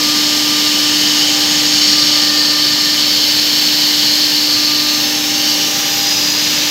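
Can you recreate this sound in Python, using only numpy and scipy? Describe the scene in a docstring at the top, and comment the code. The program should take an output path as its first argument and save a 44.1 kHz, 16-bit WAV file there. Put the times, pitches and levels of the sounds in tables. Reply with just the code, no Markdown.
"""A bright rush of air over a steady hum: a woodworking CNC drilling machine running in a showroom,
heard from a phone microphone carried slowly along its front. The air rushes round the tool and rings
the gaps of the head; the spindle hums and whines on multiples of its turning rate. Pumps and fans
drone behind. Tones and resonances swell, fade and shift as the head and the listener move."""
import sys
import numpy as np
from scipy import signal
from scipy.fft import rfft, irfft
from scipy.io import wavfile
from scipy.ndimage import map_coordinates

SR = 44100
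rng = np.random.default_rng(int(sys.argv[2]) if len(sys.argv) > 2 else 0)


def dump(signal):
    """Clip the signal to [-1, 1] and save it as 16-bit WAV at the path in sys.argv[1]."""
    limited = np.clip(np.atleast_2d(signal).T, -1, 1)
    pcm = np.round(limited * 32767).astype(np.int16)
    wavfile.write(sys.argv[1], SR, pcm)


N = 295470
TIME = np.arange(N) / SR
BIN_HZ = np.maximum(np.fft.rfftfreq(N, 1 / SR), 1)

# The air at the head, as it reaches the microphone.
# Each row: time in seconds, rush level in dB, change of its treble in dB, spray level in dB.
AIR_LEVELS = [(0, -16.5, 1, -29.5), (1.8, -15.5, 0, -31), (2.6, -17.5, -.5, -31.6), (3.3, -16.5, -1, -28.1),
              (4.2, -16.5, -0.5, -28.4), (4.7, -17.9, -.8, -29.2), (5.8, -17.3, -.3, -28.5),
              (6.2, -17.4, -.8, -29.4), (6.7, -15.2, -3, -28.3)]
# The rush and the fine spray above it. Each row: frequency in Hz, relative level in dB.
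RUSH_SPECTRUM = [(1100, -37), (1500, -11), (1750, -6.5), (1950, -8), (2150, -6), (2500, -7), (2750, -4.5),
                 (3600, -1), (4000, -0.5), (6200, -4.5), (7400, -9.5), (8200, -15), (9600, -23),
                 (12500, -21.5)]
SPRAY_SPECTRUM = [(8000, -34), (9600, -13), (10500, -5.5), (11500, -2.5), (12800, 2.5), (13600, 2.5),
                  (14500, 2), (15400, -2), (16000, -1)]


def rushing_air():
    """Turbulent air rushes round the tool, rings the gaps of the head and thins to a fine spray."""
    rush_db, treble_db, spray_db = curves(AIR_LEVELS)
    rush = noise(colour(RUSH_SPECTRUM))
    # the treble beams, so it comes and goes with the microphone's place
    treble = irfft(rfft(rush) / (1 + (6000 / BIN_HZ) ** 8), N)
    rush = undb(rush_db) * (rush + (undb(treble_db) - 1) * treble)
    gaps = sum(gap_resonance(gap) for gap in HEAD_GAPS)
    churn = undb(.31 * walk(32))
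    spray = undb(spray_db + .3 * walk(14)) * noise(colour(SPRAY_SPECTRUM))
    return churn * (rush + gaps) + spray


# The gaps round the tool, heard from in front of the head and from one side. Each named row: width in
# Hz, centre in front in Hz, centre aside in Hz, level in front in dB, level aside in dB.
HEAD_GAPS = {"low": (420, 3070, 2730, -25, -30), "main": (660, 4480, 4450, -20.5, -27.5),
             "upper": (390, 5280, 5900, -22.2, -26), "top": (380, 6500, 6630, -32, -28.5),
             "side": (400, 4950, 5000, -36, -24), "sizzle": (500, 12900, 13700, -49, -46)}
# A gap whistles louder or softer for a while.
# Each row: gap name, start in seconds, length in seconds, level change in dB, pitch bend in Hz.
GAP_SWELLS = [("low", 0.71, .7, 3.2, -40), ("low", 4.4, .95, -3.5, -250), ("low", 5.4, .3, 3.8, 20),
              ("main", 1.0, .3, 2, 100), ("main", 1.73, .7, 5.6, 10), ("main", 2.43, 2.42, 4.3, -40),
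              ("main", 4.85, .25, 2, -250), ("main", 5.08, .27, -7, 0), ("main", 5.35, .3, 4, 160),
              ("main", 5.65, .45, -5, 0), ("upper", 1.72, .35, 3.7, 120), ("upper", 4.55, .8, -1.5, 40),
              ("top", 0.92, 1.25, 5.3, 70), ("top", 4.5, 1.35, 3.5, -220), ("side", 5.92, .58, 5.8, 0),
              ("sizzle", 5.0, .17, 14, 800), ("sizzle", 5.8, .3, 16, -100)]


def gap_resonance(gap):
    """Turbulence rings one gap; its band swells, bends and shifts as the listener steps aside."""
    width_hz, front_hz, aside_hz, front_db, aside_db = HEAD_GAPS[gap]
    aside = ease(start_s=5.0, length_s=1.3)
    rows = [row for name, *row in GAP_SWELLS if name == gap]
    bend_hz = swells([(start, length, bend) for start, length, _, bend in rows], edge_s=.33)
    swell_db = swells([(start, length, change) for start, length, change, _ in rows], edge_s=.33)
    centre_hz = front_hz + aside * (aside_hz - front_hz) + bend_hz
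    level_db = front_db + aside * (aside_db - front_db) + swell_db
    # steep-sided low noise, shifted up to the moving centre
    phase = 2 * np.pi * np.cumsum(centre_hz) / SR
    skirt = 1 / np.sqrt(1 + (2 * BIN_HZ / width_hz) ** 6)
    return undb(level_db) * (noise(skirt) * np.cos(phase) + noise(skirt) * np.sin(phase))


# The spindle's hum at the microphone. Each row: time in seconds, level in dB.
HUM_LEVELS = [(0, -23.2), (1.8, -23.5), (3.1, -27.5), (4.8, -25.5), (5.55, -26), (5.75, -30.5),
              (6.7, -28.5)]
# Its whines between swells. Each row: multiple of the turning rate, level in dB.
TOOL_WHINES = [(2, -42.8), (4, -44), (6, -43), (8, -43), (10, -40.5), (22, -61)]
# A whine comes forward. Each row: multiple, start in seconds, length in seconds, rise in dB.
WHINE_SWELLS = [(4, -.1, 1.01, 11), (4, 1.05, .68, 6.5), (4, 1.8, .6, 12), (4, 2.45, .6, 8.5),
                (4, 4.5, 0.52, 7.5), (4, 5.42, .45, 4), (6, .87, 0.27, 7.5), (6, 2.22, .35, 13),
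                (6, 2.57, .43, 9), (6, 3.55, .7, 5), (10, .7, .22, 15), (10, .92, .95, 9),
                (10, 2.9, .25, 9), (10, 5.45, .27, 10)]


def spindle():
    """Imbalance hums once a turn; the two-edged tool whines on even multiples, high ones more restless."""
    phase = shaft_phase(hz=299.7, wander=.00023)
    out = undb(*curves(HUM_LEVELS)) * tone(phase, flutter=.022, flutter_hz=20)
    for multiple, rest_db in TOOL_WHINES:
        multiple = round(multiple)
        rows = [row for which, *row in WHINE_SWELLS if round(which) == multiple]
        fading_db = walk(3.2)
        level_db = rest_db + fading_db + swells(rows, edge_s=.17)
        out += undb(level_db) * tone(multiple * phase, flutter=.065 * multiple, flutter_hz=4.7 * multiple)
    return out


# The blower's whine swells or fades. Each row: start in seconds, length in seconds, change in dB.
BLOWER_SWELLS = [(1.15, .35, 11), (1.55, .85, 6), (2.55, 1.0, -5), (3.75, 0.71, 4), (4.95, 0.68, 9.5),
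                 (5.65, .53, 13)]
# Pumps, fans and drives, farther back. Each row: frequency in Hz, level in dB.
MOTOR_DRONES = [(40.2, -68), (81, -56), (117.5, -55.5), (209, -49.5), (250, -43.5), (485.1, -45.5),
                (571.9, -44.5), (775, -52), (970.1, -50), (4370.7, -38)]
# The fans' roar at the microphone. Each row: time in seconds, level in dB.
ROAR_LEVELS = [(0, -28.8), (1.4, -28.6), (4.2, -30.8), (6.7, -28.8)]
# The colour of that roar. Each row: frequency in Hz, relative level in dB.
ROAR_SPECTRUM = [(25, -34.3), (45, -20.5), (70, -16.5), (110, -6), (150, -0.4), (210, -0.5), (330, -4.5),
                 (480, -6), (730, -8.5), (900, -3.5), (1100, -7.0), (1350, -7.5), (1800, -13.5)]


def pumps_and_fans():
    """Behind the head, a blower whines and motors drone over the broad roar of the fans."""
    blower_db = -46 + swells(BLOWER_SWELLS, edge_s=.17)
    out = undb(blower_db) * tone(shaft_phase(hz=798.4, wander=.00037), flutter=.12, flutter_hz=7.8)
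    for hz, db in MOTOR_DRONES:
        out += undb(db) * tone(shaft_phase(hz, wander=.0002), flutter=.39, flutter_hz=2.3)
    return out + undb(*curves(ROAR_LEVELS)) * noise(colour(ROAR_SPECTRUM))


# Board, clamps and housing, close to the tool. Each row: echo delay in milliseconds, level in dB.
PANEL_ECHOES = [(.94, -37), (1.09, -33), (1.33, -31), (1.67, -37), (2.29, -33), (3.33, -28)]


def panel_echoes(x, sway_ms):
    """Short echoes comb the hiss; their paths change a little with the motion."""
    out = x.copy()
    for lag_ms, db in PANEL_ECHOES:
        delay_s = (lag_ms + sway_ms * walk(.6)) / 1000
        out += undb(db) * map_coordinates(x, [(TIME - delay_s) * SR], order=3)
    return out


def showroom_echoes(x, echo_db, count=14):
    """Later echoes off floor and walls add a fine, slowly shifting ring."""
    out = x.copy()
    for lag_s in rng.uniform(.004, .045, count):
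        delay_s = lag_s + .00004 * walk(.5)
        out += undb(echo_db) * map_coordinates(x, [(TIME - delay_s) * SR], order=3)
    return out / np.sqrt(1 + count * undb(echo_db) ** 2)


def shaft_phase(hz, wander):
    """Phase of a shaft whose speed wanders slightly."""
    turning_hz = hz * (1 + wander * walk(3.0))
    return 2 * np.pi * np.cumsum(turning_hz) / SR + rng.uniform(0, 2 * np.pi)


def tone(phase, flutter, flutter_hz):
    """A tone whose strength and phase flutter in the moving air."""
    strength = 1 + flutter * walk(flutter_hz)
    jitter = flutter * walk(flutter_hz)
    return np.sqrt(2) * (strength * np.sin(phase) + jitter * np.cos(phase))


def noise(gain):
    """Noise of rms 1, shaped by a gain at each frequency."""
    shaped = irfft(rfft(rng.standard_normal(N)) * gain, N)
    return shaped / np.sqrt(np.mean(shaped ** 2))


def walk(rate_hz):
    """Smooth random drift of rms 1 that changes about rate_hz times a second."""
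    return noise(1 / (1 + (BIN_HZ / rate_hz) ** 4))


def colour(points):
    """Gain at each frequency from (Hz, dB) points."""
    hz, db = np.transpose(points)
    return undb(np.interp(np.log(BIN_HZ), np.log(hz), db, left=-120, right=-120))


def curves(table):
    """The columns after a table's times, each as one value a sample."""
    times, *columns = np.transpose(table)
    return [np.interp(TIME, times, column) for column in columns]


def swells(rows, edge_s):
    """Sum of changes (start s, length s, size) that each ease in, hold and ease out."""
    return sum(size * (ease(start - edge_s / 2, edge_s) - ease(start + length - edge_s / 2, edge_s))
               for start, length, size in rows)


def ease(start_s, length_s):
    """A smooth move from 0 to 1."""
    return np.sin(np.pi / 2 * np.clip((TIME - start_s) / length_s, 0, 1)) ** 2


def undb(db):
    """Decibels to gain."""
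    return 10 ** (np.asarray(db) / 20)


def scene():
    """The machine straight ahead of the microphone, alike in both channels."""
    near_hiss = panel_echoes(rushing_air(), sway_ms=.012)
    room_hiss = showroom_echoes(near_hiss, echo_db=-22)
    sound = room_hiss + spindle() + pumps_and_fans()
    return np.array([sound, sound])


def record(dry):
    """A soft limiter rounds the highest peaks to prevent clicks; the top treble is cut."""
    rounded = dry / (1 + (dry / .94) ** 10) ** .1
    lowpass = signal.ellip(12, .1, 90, 15720, fs=SR, output="sos")
    return signal.sosfilt(lowpass, rounded)


dry = scene()
out = record(dry)
dump(out)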